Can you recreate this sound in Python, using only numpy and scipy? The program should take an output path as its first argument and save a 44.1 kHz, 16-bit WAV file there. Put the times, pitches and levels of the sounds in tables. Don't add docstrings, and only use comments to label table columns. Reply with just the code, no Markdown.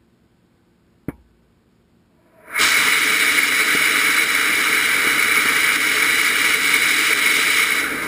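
import sys
import numpy as np
from scipy.fft import rfft, irfft, next_fast_len
from scipy.io import wavfile
from scipy.ndimage import uniform_filter1d, map_coordinates

SR = 44100
rng = np.random.default_rng(int(sys.argv[2]) if len(sys.argv) > 2 else 0)


def generate_wav(sig):
    pcm = np.round(np.clip(np.atleast_2d(sig).T, -1, 1) * 32767).astype(np.int16)
    wavfile.write(sys.argv[1], SR, pcm)


N = 355887
T = np.arange(N) / SR


def amp(db):
    return 10 ** (np.asarray(db) / 20)


def unit(x):
    return x / np.sqrt(np.mean(x ** 2) + 1e-20)


def gain_at(spectrum, hz):
    f, db = np.transpose(spectrum)
    return amp(np.interp(np.log(hz + 1), np.log(f + 1), db))


def below(hz, edge_hz, order):
    return 1 / (1 + (hz / edge_hz) ** (2 * order))


def bell(centre_s, width_s):
    return np.exp(-.5 * ((T - centre_s) / width_s) ** 2)


def swell(peak_s, peak_db, rise_db_per_s, fall_db_per_s):
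    before, after = np.maximum(peak_s - T, 0), np.maximum(T - peak_s, 0)
    return amp(peak_db - rise_db_per_s * before - fall_db_per_s * after)


def wobble(rate):
    return map_coordinates(rng.standard_normal(int(N * rate / SR) + 4), [T * rate])


def flutter(depth_db, rate):
    return unit(amp(depth_db * wobble(rate)))


def filtered(x, response):
    size = next_fast_len(N + SR // 2)
    return irfft(rfft(x, size) * response(np.fft.rfftfreq(size, 1 / SR)), size)[:N]


def noise(response):
    return unit(filtered(rng.standard_normal(N), response))


def shaped_noise(spectrum):
    return noise(lambda f: gain_at(spectrum, f))


def resonant(modes):
    return noise(lambda f: sum(amp(db) * 1j * f * width / (hz * hz - f * f + 1j * f * width)
                               for hz, width, db in modes))


def blast(spectrum, size=8192):
    cepstrum = irfft(np.log(gain_at(spectrum, np.fft.rfftfreq(size, 1 / SR))))
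    cepstrum[1:size // 2] *= 2
    cepstrum[size // 2 + 1:] = 0
    pulse = irfft(np.exp(rfft(cepstrum)))
    return pulse / np.abs(pulse).max()


# f/Hz, level/dB
AIR_SPECTRUM = [(20, -29), (55, -2), (120, -4), (200, -4.5), (330, -7), (450, -10.5), (600, -17.5),
                (1400, -21), (2500, -26), (5000, -28.5), (5600, -33), (6000, -55)]
# f/Hz, level/dB
MACHINE_TONES = [(118.4, -71.5), (177.6, -68), (231.5, -66.5), (344.5, -69.5), (1518, -83), (2250, -88)]

def outdoors():
    hum = sum(amp(db + 1.6 * wobble(3.5)) * np.sqrt(2) * np.sin(2 * np.pi * hz * T + 0.67 * wobble(5.1))
              for hz, db in MACHINE_TONES)
    return amp(-59.5) * shaped_noise(AIR_SPECTRUM) + hum


# delay/s, gain
WALL_PATHS = [(0, 1), (.0068, 0.35), (0.0144, .13), (0.0178, .08)]

def bounced(spectrum, start_s):
    pulse = blast(spectrum)
    pulse_t = np.arange(len(pulse)) / SR
    return sum(gain * np.interp(T - start_s - delay, pulse_t, pulse, left=0, right=0)
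               for delay, gain in WALL_PATHS)


# f/Hz, level/dB
POP_SPECTRUM = [(25, -31), (60, -2), (150, 3.5), (290, 7), (400, -2.5), (600, -14.5), (900, -44),
                (1500, -49), (2600, -58), (5500, -76)]
SPIT_SPECTRUM = [(100, -10), (500, 9), (750, 2), (1400, 1), (2000, -2), (2350, -5), (2600, -17),
                 (3200, -23), (3600, -29), (5500, -35)]
# f/Hz, level/dB, t60/s
STAND_MODES = [(57.9, -46, 1.4), (74.6, -41, 0.54), (231, -43, 0.3), (345, -62, 0.55), (843, -49, 0.27),
               (944, -45, 0.25), (1030, -56, .25), (2220, -36, 0.095), (2310, -38.5, 0.099),
               (3200, -50, .06)]

def igniter(start_s=1.0842):
    pop = -amp(-12) * bounced(POP_SPECTRUM, start_s)
    age = np.maximum(T - start_s, 0)
    rise = 1 - np.exp(-(age / 0.0029) ** 2)

    def decay(db, t60_s):
        return amp(db - 60 * age / t60_s)

    ring = sum(decay(db, t60) * np.sin(2 * np.pi * hz * age) for hz, db, t60 in STAND_MODES)
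    spit = shaped_noise(SPIT_SPECTRUM) * decay(db=-26, t60_s=0.073)
    scatter = shaped_noise([(40, -20), (250, 4), (600, -11), (1100, -16), (2500, -28), (5000, -50)])
    return pop + rise * (ring + spit + scatter * decay(db=-42, t60_s=0.25))


# f/Hz, width/Hz, level/dB
CASE_MODES = [(640, 33, 8), (970, 35, 1), (1310, 90, -11), (1670, 78, -11), (2290, 130, -15)]

def venting():
    notes = filtered(resonant(CASE_MODES), lambda f: np.sqrt(below(f, edge_hz=2550, order=6)))
    flow = swell(peak_s=2.63, peak_db=-38.5, rise_db_per_s=60, fall_db_per_s=50)
    shove = swell(peak_s=2.62, peak_db=-44, rise_db_per_s=393, fall_db_per_s=95)
    buffet = amp(-54.5) * bell(5.6, width_s=0.83) + amp(-54) * bell(T[-1], width_s=.2)
    return flow * notes + (shove + buffet) * resonant([(62, 40, 0)])


# t/s, level/dB, width/s
PUFFS = [(2.618, -21, .012), (2.646, -23, 0.011), (2.81, -25, 0.021), (2.866, -23, 0.025),
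         (3.753, -21, 0.006), (4.144, -40, .015), (5.077, -22, 0.0057), (5.459, -28, 0.0064),
         (8.041, -28, .016)]
# t/s, peak level/dB
EXHAUST_THUMPS = [(3.75, -14), (5.071, -20), (5.457, -18.5)]
# f/Hz, level/dB
THUMP_SPECTRUM = [(30, -25), (90, -13), (160, -6), (290, 1.5), (450, -2), (560, -20), (750, -30),
                  (1000, -30), (3000, -48), (6000, -70)]

def surges():
    puffs = sum(amp(db) * bell(at_s, width_s) for at_s, db, width_s in PUFFS)
    gas = shaped_noise([(20, -11), (70, -3), (300, 7), (600, -8), (1200, 13), (2500, -1)])
    thumps = sum(amp(db) * bounced(THUMP_SPECTRUM, at_s) for at_s, db in EXHAUST_THUMPS)
    return thumps + puffs * gas


# t/s, depth/dB
ROAR_DIPS = [(3.395, 2), (3.495, 3), (3.625, 2), (4.245, 3), (4.497, 0), (5.768, 5), (6.295, 2),
             (6.56, 3.5), (7.138, 5), (7.725, -0.5)]

def dips(swell_share=0.31, lead_s=0.024, recover_s=0.054):
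    def shape(age):
        lead_in = swell_share * np.exp(-np.abs(age) / lead_s)
        drop = -np.exp(-np.abs(age) / recover_s)
        return np.where(age < 0, lead_in, drop)

    level_db = sum(depth * shape(T - at_s) for at_s, depth in ROAR_DIPS)
    return amp(uniform_filter1d(level_db, size=350))


# f/Hz, level/dB
JET_SPECTRUM = [(20.0, -37), (45.0, -35.5), (100.0, -22.5), (220.0, -18.5), (550.0, -19), (850.0, -17.5),
                (1100.0, -8), (1250.0, 0.0), (2000.0, -0.2), (2600.0, -7.5), (3800.0, -6), (4300.0, -16.5),
                (6000.0, -19)]
# f/Hz, width/Hz, level/dB
HOUSING_COLOUR = [(65, 12, 16.5), (160, 34, 5.0), (298, 125, 15.5), (375.4, 33, -11), (438, 100, 15),
                  (631, 46, 6), (740, 35, -9), (967, 33, 8.5), (1011, 37, -14), (1540, 150, 2),
                  (1962, 65, 6.5), (2228, 287, 16), (2351, 28, 5.5), (2740, 120, -3.5), (2891, 124, 9.5),
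                  (3200, 52, 6.5), (3254, 64, -10.5), (3670, 20, 6.5), (3976, 194, 11.5), (4260, 100, -7),
                  (4474, 140, 12.5), (4766, 70, 6), (4930, 173, 12.5), (5200, 99, 10), (5320, 100, 10),
                  (5477, 96, 12.5), (5780, 145, 10.5)]

def jet_band(low_hz, high_hz):
    def colour(f):
        lift_db = sum(db / (1 + (2 * (f - hz) / width) ** 2) for hz, width, db in HOUSING_COLOUR)
        band_power = np.abs(below(f, high_hz, order=16) - below(f, low_hz, order=16))
        return gain_at(JET_SPECTRUM, f) * amp(lift_db) * np.sqrt(band_power)
    return noise(colour)


# t/s, level/dB against the steady burn
THRUST_CURVE = [(2.1, -65), (2.4, -44), (2.51, -20), (2.57, -1.5), (2.63, 3), (2.72, 0.14), (3.1, 0),
                (7.58, 0), (7.81, -3), (7.88, -6), (8.07, -8.5)]

def jet(choke_s=2.59, choke_rise_s=0.0072):
    thrust_db = np.interp(T, *np.transpose(THRUST_CURVE), left=-120)
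    choked = .5 + .5 * np.tanh((T - choke_s) / (2 * choke_rise_s))
    flare = bell(2.7, width_s=0.072)
    midburn = bell(5, width_s=0.95)
    mellow_db = 9.5 * np.tanh(np.maximum(-thrust_db, 0) / 11)
    low_lift_db = mellow_db + 1.8 * midburn

    low_weight = amp(-6 + low_lift_db + 3.5 * flare)
    plume = (low_weight * jet_band(700, 1794) + jet_band(1834, 2570)) / np.sqrt(1 + low_weight ** 2)
    shocks = amp(-22) * jet_band(2490, 7100) + amp(-28.5) * flare * jet_band(4300, 6600)
    leak = amp(-41 + thrust_db) * (1 - choked) * jet_band(2600, 6600)

    rumble_gain = amp(-34.5 + 0.53 * thrust_db + low_lift_db) * np.maximum(choked, amp(-13.5))
    hiss_gain = amp(1.9 * thrust_db - 2.5 * midburn) * np.maximum(choked, amp(-17))
    rumble = rumble_gain * jet_band(10, 860)
    rumble *= flutter(depth_db=1.2, rate=40) * flutter(depth_db=-0.75, rate=7)
    roar = amp(-17.5 + thrust_db) * plume * flutter(depth_db=.7, rate=67)
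    hiss = hiss_gain * shocks * flutter(depth_db=0.3, rate=380)
    return rumble + (roar + hiss + leak) * dips() * flutter(depth_db=0.43, rate=28)


def scene():
    return (igniter() + venting() + jet() + surges() + outdoors())[None]


def record(dry):
    hold_hz, band_limit_hz = 12000, 15450
    base = filtered(dry[0], lambda f: np.sqrt(below(f, hold_hz / 2, order=50)))
    mirrored = base * (1 + 2 * np.cos(2 * np.pi * hold_hz * T))
    return filtered(mirrored, lambda f: np.sinc(f / hold_hz) * below(f, band_limit_hz, order=120))[None]


dry = scene()
out = record(dry)
generate_wav(out)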